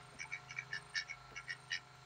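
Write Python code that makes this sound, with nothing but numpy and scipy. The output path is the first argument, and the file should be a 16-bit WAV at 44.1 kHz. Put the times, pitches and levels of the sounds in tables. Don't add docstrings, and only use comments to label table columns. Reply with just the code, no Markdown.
import sys
import numpy as np
from scipy import signal
from scipy.fft import rfft, irfft, next_fast_len
from scipy.io import wavfile
from scipy.ndimage import uniform_filter1d, map_coordinates

SR = 44100
rng = np.random.default_rng(int(sys.argv[2]) if len(sys.argv) > 2 else 0)


def gain_from_decibels(decibels):
    exponent = np.asarray(decibels, float) / 20
    return 10 ** exponent


def store_wav(level_fs):
    pcm = np.round(np.clip(np.atleast_2d(level_fs), -1, 1) * 32767)
    wavfile.write(sys.argv[1], SR, pcm.T.astype(np.int16))


N = 90404


def unit(x):
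    return x / np.sqrt(np.mean(x ** 2) + 1e-20)


def along(points, hz):
    f, value = np.transpose(points)
    return np.interp(np.log(hz + 1), np.log(f + 1), value)


def wobble(rate_hz):
    knots = rng.standard_normal(int(N * 40 / SR) + 9)
    return map_coordinates(knots, [np.arange(N) * min(rate_hz, 39) / SR])


def filtered(x, response):
    size = next_fast_len(len(x) + 8192)
    return irfft(rfft(x, size) * response(np.fft.rfftfreq(size, 1 / SR)), size)[:len(x)]


def resonance(f, hz, width_hz):
    damping = 1j * f * width_hz
    return damping / (hz * hz - f * f + damping + 1e-9)


def resonant_noise(hz, width_hz):
    return unit(filtered(rng.standard_normal(N), lambda f: resonance(f, hz, width_hz) ** 2))


def add(out, start_s, x):
    i = round(start_s * SR)
    x = x[max(-i, 0):N - i]
    out[max(i, 0):][:len(x)] += x


def hiss(spectrum, patchy_db):
    z = signal.stft(rng.standard_normal(N), nperseg=512)[2]
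    field = uniform_filter1d(rng.standard_normal(z.shape), 6, 0)
    field = uniform_filter1d(field, 10, 1)
    patches = gain_from_decibels(2 * patchy_db * np.tanh(unit(field) / 2))
    x = signal.istft(z * patches, nperseg=512)[1][:N]
    return unit(filtered(x, lambda hz: gain_from_decibels(along(spectrum, hz))))


# (frequency [Hz], density [dB per Hz])
AIR_SPECTRUM = [(20, -21), (55, 0.5), (200, -6), (500, -13.5), (1400, -3.5), (3500, -12.5), (7000, -18.5),
                (10200, -46)]
# (frequency [Hz], density [dB per Hz])
MICROPHONE_SPECTRUM = [(5590, -28), (9500, -6), (10500, -6.5), (12300, -11.5), (13500, -14.5), (14800, 3.5),
                       (15800, -0.5)]
# (time [s], level [dB])
AIR_LEVEL_CURVE = [(0, -62), (.15, -63), (0.699, -62), (1.3, -64.5), (1.75, -62.5), (1.85, -66),
                   (2.05, -62)]


def air():
    time_s, level_db = np.transpose(AIR_LEVEL_CURVE)
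    outdoors = gain_from_decibels(np.interp(np.arange(N) / SR, time_s, level_db)) * hiss(AIR_SPECTRUM, patchy_db=1.9)
    return outdoors + gain_from_decibels(-85.5) * hiss(MICROPHONE_SPECTRUM, patchy_db=1.0)


# (frequency [Hz], width [Hz], level [dB])
INSECT_BANDS = [(4126, 470, -73), (7420, 400, -83)]


def far_insects():
    out = np.zeros(N)
    for hz, width_hz, level_db in INSECT_BANDS:
        out += gain_from_decibels(level_db + 1.1 * wobble(13)) * resonant_noise(hz, width_hz)
    return out


# (frequency [Hz], level [dB])
ENGINE_ENVELOPE = [(25, -35), (110, -23), (250, -10), (600, 5), (1000, 10.5), (1400, -6.5), (2200, 3),
                   (3400, -21.5)]
# (order [multiple of firing rate], level [dB rms])
STRONG_ORDERS = [(2, -78), (5, -66), (6, -72), (14, -83.5), (16, -75), (23, -84.5), (28, -71.5), (35, -83),
                 (39, -77.5), (43, -80.5), (51, -78.5), (52, -72.5), (53, -71.5), (55, -80.5)]


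def engine():
    firing_hz, delay_s = 25.77, 0.011
    comb_db, scatter_db, wander_db = -70, 5, 2.95
    order = np.arange(1, 131)
    scatter, phase = rng.standard_normal((2, len(order)))
    level_db = along(ENGINE_ENVELOPE, order * firing_hz)
    total_db = 10 * np.log10(np.sum(gain_from_decibels(2 * level_db)))
    level_db = level_db + comb_db - total_db + scatter_db * scatter
    for k, strong_db in STRONG_ORDERS:
        level_db[round(k) - 1] = strong_db
    cycle = 2 * np.pi * firing_hz * (np.arange(N) / SR - delay_s)
    drift_db = [wander_db * wobble(5.19) for _ in range(5)]
    out = np.zeros(N)
    for k, db, turn in zip(order, level_db, phase):
        out += np.sqrt(2) * gain_from_decibels(db + drift_db[k % 5]) * np.sin(k * cycle + 1.16 * turn)
    return out


# (start [s], length [s], level [dB])
CRICKET_TRILLS = [
    (.009, .32, -67),
    (0.722, .28, -65.5),
    (1.388, .4, -69.5),
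]


def cricket():
    wing_hz, width_hz, stroke_hz, sharpness = 8708, 280, 25.1, 1.2
    tone_share = 0.38
    gate = np.full(N, gain_from_decibels(-84.5))
    t = np.arange(SR // 2) / SR
    strokes = np.abs(np.sin(np.pi * stroke_hz * t)) ** (2 * sharpness)
    for start_s, length_s, level_db in CRICKET_TRILLS:
        whole_strokes = t < round(length_s * stroke_hz) / stroke_hz
        phrase_db = level_db - 15 * np.exp(-t / 0.033) - 5 * (t / length_s) ** 6
        add(gate, start_s, gain_from_decibels(phrase_db) * strokes * whole_strokes)
    scrape = resonant_noise(wing_hz, width_hz)
    tone = np.sqrt(2) * np.sin(2 * np.pi * wing_hz * np.arange(N) / SR)
    return gate * unit(scrape + tone_share * tone)


def yard(x):
    t60_s, first_echo_s = 0.14, .004
    t = np.arange(SR // 4) / SR
    tail = rng.standard_normal(len(t)) * gain_from_decibels(-60 * t / t60_s) * (t > first_echo_s)
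    return signal.fftconvolve(x, tail / np.linalg.norm(tail))[:N]


# (start [s], level [dB], center [Hz], width [Hz], length [s])
FOOT_AND_BILL_TAPS = [
    (.005, -62.5, 2000, 170, 0.011),
    (.14, -64.5, 247, 110, .04),
    (0.12, -65, 570, 310, 0.042),
    (.245, -54.5, 880, 93, .018),
    (.735, -69, 221, 91, 0.033),
    (1.31, -61, 314, 440, 0.042),
    (1.308, -61, 2200, 1800, 0.0044),
    (.19, -67, 330, 170, 0.018),
    (1.308, -80.5, 16000, 2500, .025),
    (1.95, -84, 14500, 2600, .015),
]


def steps():
    out, t = np.zeros(N), np.arange(SR // 8) / SR
    for start_s, level_db, hz, width_hz, length_s in FOOT_AND_BILL_TAPS:
        burst = rng.standard_normal(len(t)) * (t / length_s) * np.exp(-4 * t / length_s)
        burst = filtered(burst, lambda f: resonance(f, hz, width_hz) ** 2)
        add(out, start_s, gain_from_decibels(level_db) * burst / np.sqrt(np.sum(burst ** 2) / (length_s * SR)))
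    return out


def swell(t, length_s):
    attack_share, release_share, roundness = 0.43, 0.78, 1.97
    top_s = attack_share * length_s
    turn = np.where(t < top_s, t / top_s, 1 + (t - top_s) / (release_share * length_s))
    return np.abs(np.sin(np.pi / 2 * np.clip(turn, 0, 2))) ** roundness


def syrinx(t, rate_hz):
    jitter_share, scatter_db, sharpness, snap = .05, 2.5, 2.2, 12
    jitter, size = rng.standard_normal((2, 30))
    count = np.arange(len(size))
    flap_s = (count + np.clip(jitter_share * jitter, -.4, .4) - 1) / rate_hz
    cycle = np.interp(t, flap_s, count)
    puffs = np.abs(np.sin(np.pi * cycle)) ** (2 * sharpness)
    puffs = puffs * gain_from_decibels(scatter_db * size[cycle.astype(int)])
    middle = np.floor(cycle + .5)
    return puffs, snap * np.diff(middle, prepend=middle[0])


def duck(quacks, throat, rate_hz):
    main_width_hz, bright_from_hz, bill_top_hz = 94, 3500, 7560
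    out, t = np.zeros(N), np.arange(SR // 5) / SR
    for start_s, length_s, level_db, main_hz, bright_db in quacks:
        puffs, snaps = syrinx(t, rate_hz)
        breath, call = rng.standard_normal(len(t)), np.zeros(len(t))
        for hz, width_hz, gain_db, lead_s in [(main_hz, main_width_hz, 0, 0)] + throat:
            opening = swell(t + lead_s, length_s)
            if hz > bright_from_hz:
                drive = breath * (puffs + .6) * opening ** 2.2
                gain_db = gain_db + bright_db
            else:
                drive = (breath + snaps) * (puffs + .17) * opening
            call += gain_from_decibels(gain_db) * filtered(drive, lambda f: resonance(f, hz, 1.5 * width_hz) ** 2)
        call = filtered(call, lambda f: 1 / np.sqrt(1 + (f / bill_top_hz) ** 16))
        add(out, start_s, gain_from_decibels(level_db) * call / np.sqrt(np.sum(call ** 2) / (length_s * SR)))
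    return out


# (start [s], length [s], level [dB], main resonance [Hz], brightness [dB])
FAR_QUACKS = [
    (.184, 0.065, -47, 2280, 2),
    (1.067, 0.081, -48.5, 2223, -2),
]
# (frequency [Hz], width [Hz], level [dB], lead [s])
FAR_RESONANCES = [(1607, 100, -10.5, 0.0005), (1870, 110, -10, 0.016), (2900, 110, -17.5, 0.0074),
                  (5050, 66, -18, -0.00036), (5610, 130, -11, 0.012), (6030, 89, -12, 0.01)]


def far_drake():
    return duck(FAR_QUACKS, FAR_RESONANCES, rate_hz=82.4)


# (start [s], length [s], level [dB], main resonance [Hz], brightness [dB])
HOARSE_QUACKS = [
    (.478, 0.072, -52, 2263, -2),
    (1.346, 0.06, -48, 2206, -5.5),
]
# (frequency [Hz], width [Hz], level [dB], lead [s])
HOARSE_RESONANCES = [(1370, 53, -6.5, -0.015), (1667, 77, -5.5, -0.00092), (1930, 27, -6, 0.012),
                     (2813, 130, -8, 0.0092), (4490, 210, -17, 0.0079), (5260, 130, -9, -0.001),
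                     (5700, 130, -10.5, -.003), (5910, 150, -5, 0.0062)]


def hoarse_duck():
    return duck(HOARSE_QUACKS, HOARSE_RESONANCES, rate_hz=89.4)


# (start [s], length [s], level [dB], main resonance [Hz], brightness [dB])
HIGH_QUACKS = [
    (.296, 0.08, -45.5, 2284, 1),
    (.549, 0.075, -44, 2290, -0.5),
]
# (frequency [Hz], width [Hz], level [dB], lead [s])
HIGH_RESONANCES = [(1393, 85, -12.5, 0.028), (1670, 110, -12.5, -0.017), (1866, 72, -7, -0.0054),
                   (2760, 88, -29.5, -0.034), (3850, 61, -19.5, -0.007), (4540, 64, -23.5, 0.0056),
                   (5280, 75, -25, 0.0071), (6040, 150, -19.5, -0.0008)]


def high_drake():
    return duck(HIGH_QUACKS, HIGH_RESONANCES, rate_hz=95)


# (start [s], length [s], level [dB], main resonance [Hz], brightness [dB])
LOW_QUACKS = [
    (.703, 0.089, -44, 1742, -2),
    (.927, 0.097, -40, 1756, -0.5),
    (1.466, 0.079, -44.5, 1890, -6.5),
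]
# (frequency [Hz], width [Hz], level [dB], lead [s])
LOW_RESONANCES = [(1447, 50, -15.5, 0.0025), (2230, 53, -7.5, 0.0039), (2859, 100, -15, 0.00077),
                  (3230, 110, -25, -0.0045), (3832, 70, -15.5, -.006), (4490, 128, -13, -0.00084),
                  (5210, 260, -12, -.004), (5492, 120, -6.5, -.002), (6220, 86, -21, -0.0015)]


def low_drake():
    return duck(LOW_QUACKS, LOW_RESONANCES, rate_hz=91)


# (start [s], length [s], level [dB], main resonance [Hz], brightness [dB])
NEAR_QUACKS = [
    (1.689, 0.087, -40.5, 1850, -0.5),
]
# (frequency [Hz], width [Hz], level [dB], lead [s])
NEAR_RESONANCES = [(1500, 91, -21, -0.026), (2280, 220, -7, -0.0073), (2924, 76, -4, 0.0018),
                   (3250, 31, -16, -0.0015), (3934, 45, -8, -0.0012), (4615, 170, -11.5, -0.0054),
                   (5210, 94, -8, -0.013), (5700, 250, -13.5, -0.0092), (6280, 61, -26, 0.019)]


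def near_drake():
    return duck(NEAR_QUACKS, NEAR_RESONANCES, rate_hz=88.9)


def scene():
    ducks = high_drake() + low_drake() + hoarse_duck() + near_drake() + far_drake()
    near = ducks + steps()
    echoes = gain_from_decibels(-15) * yard(near)
    return (near + echoes + engine() + air() + cricket() + far_insects())[None]


def low_pass(x):
    return signal.sosfilt(signal.butter(12, 15920, fs=SR, output="sos"), x)


def record(dry):
    mix = filtered(dry[0], lambda hz: hz < 15750)[None]
    return low_pass(mix)


dry = scene()
out = record(dry)
store_wav(out)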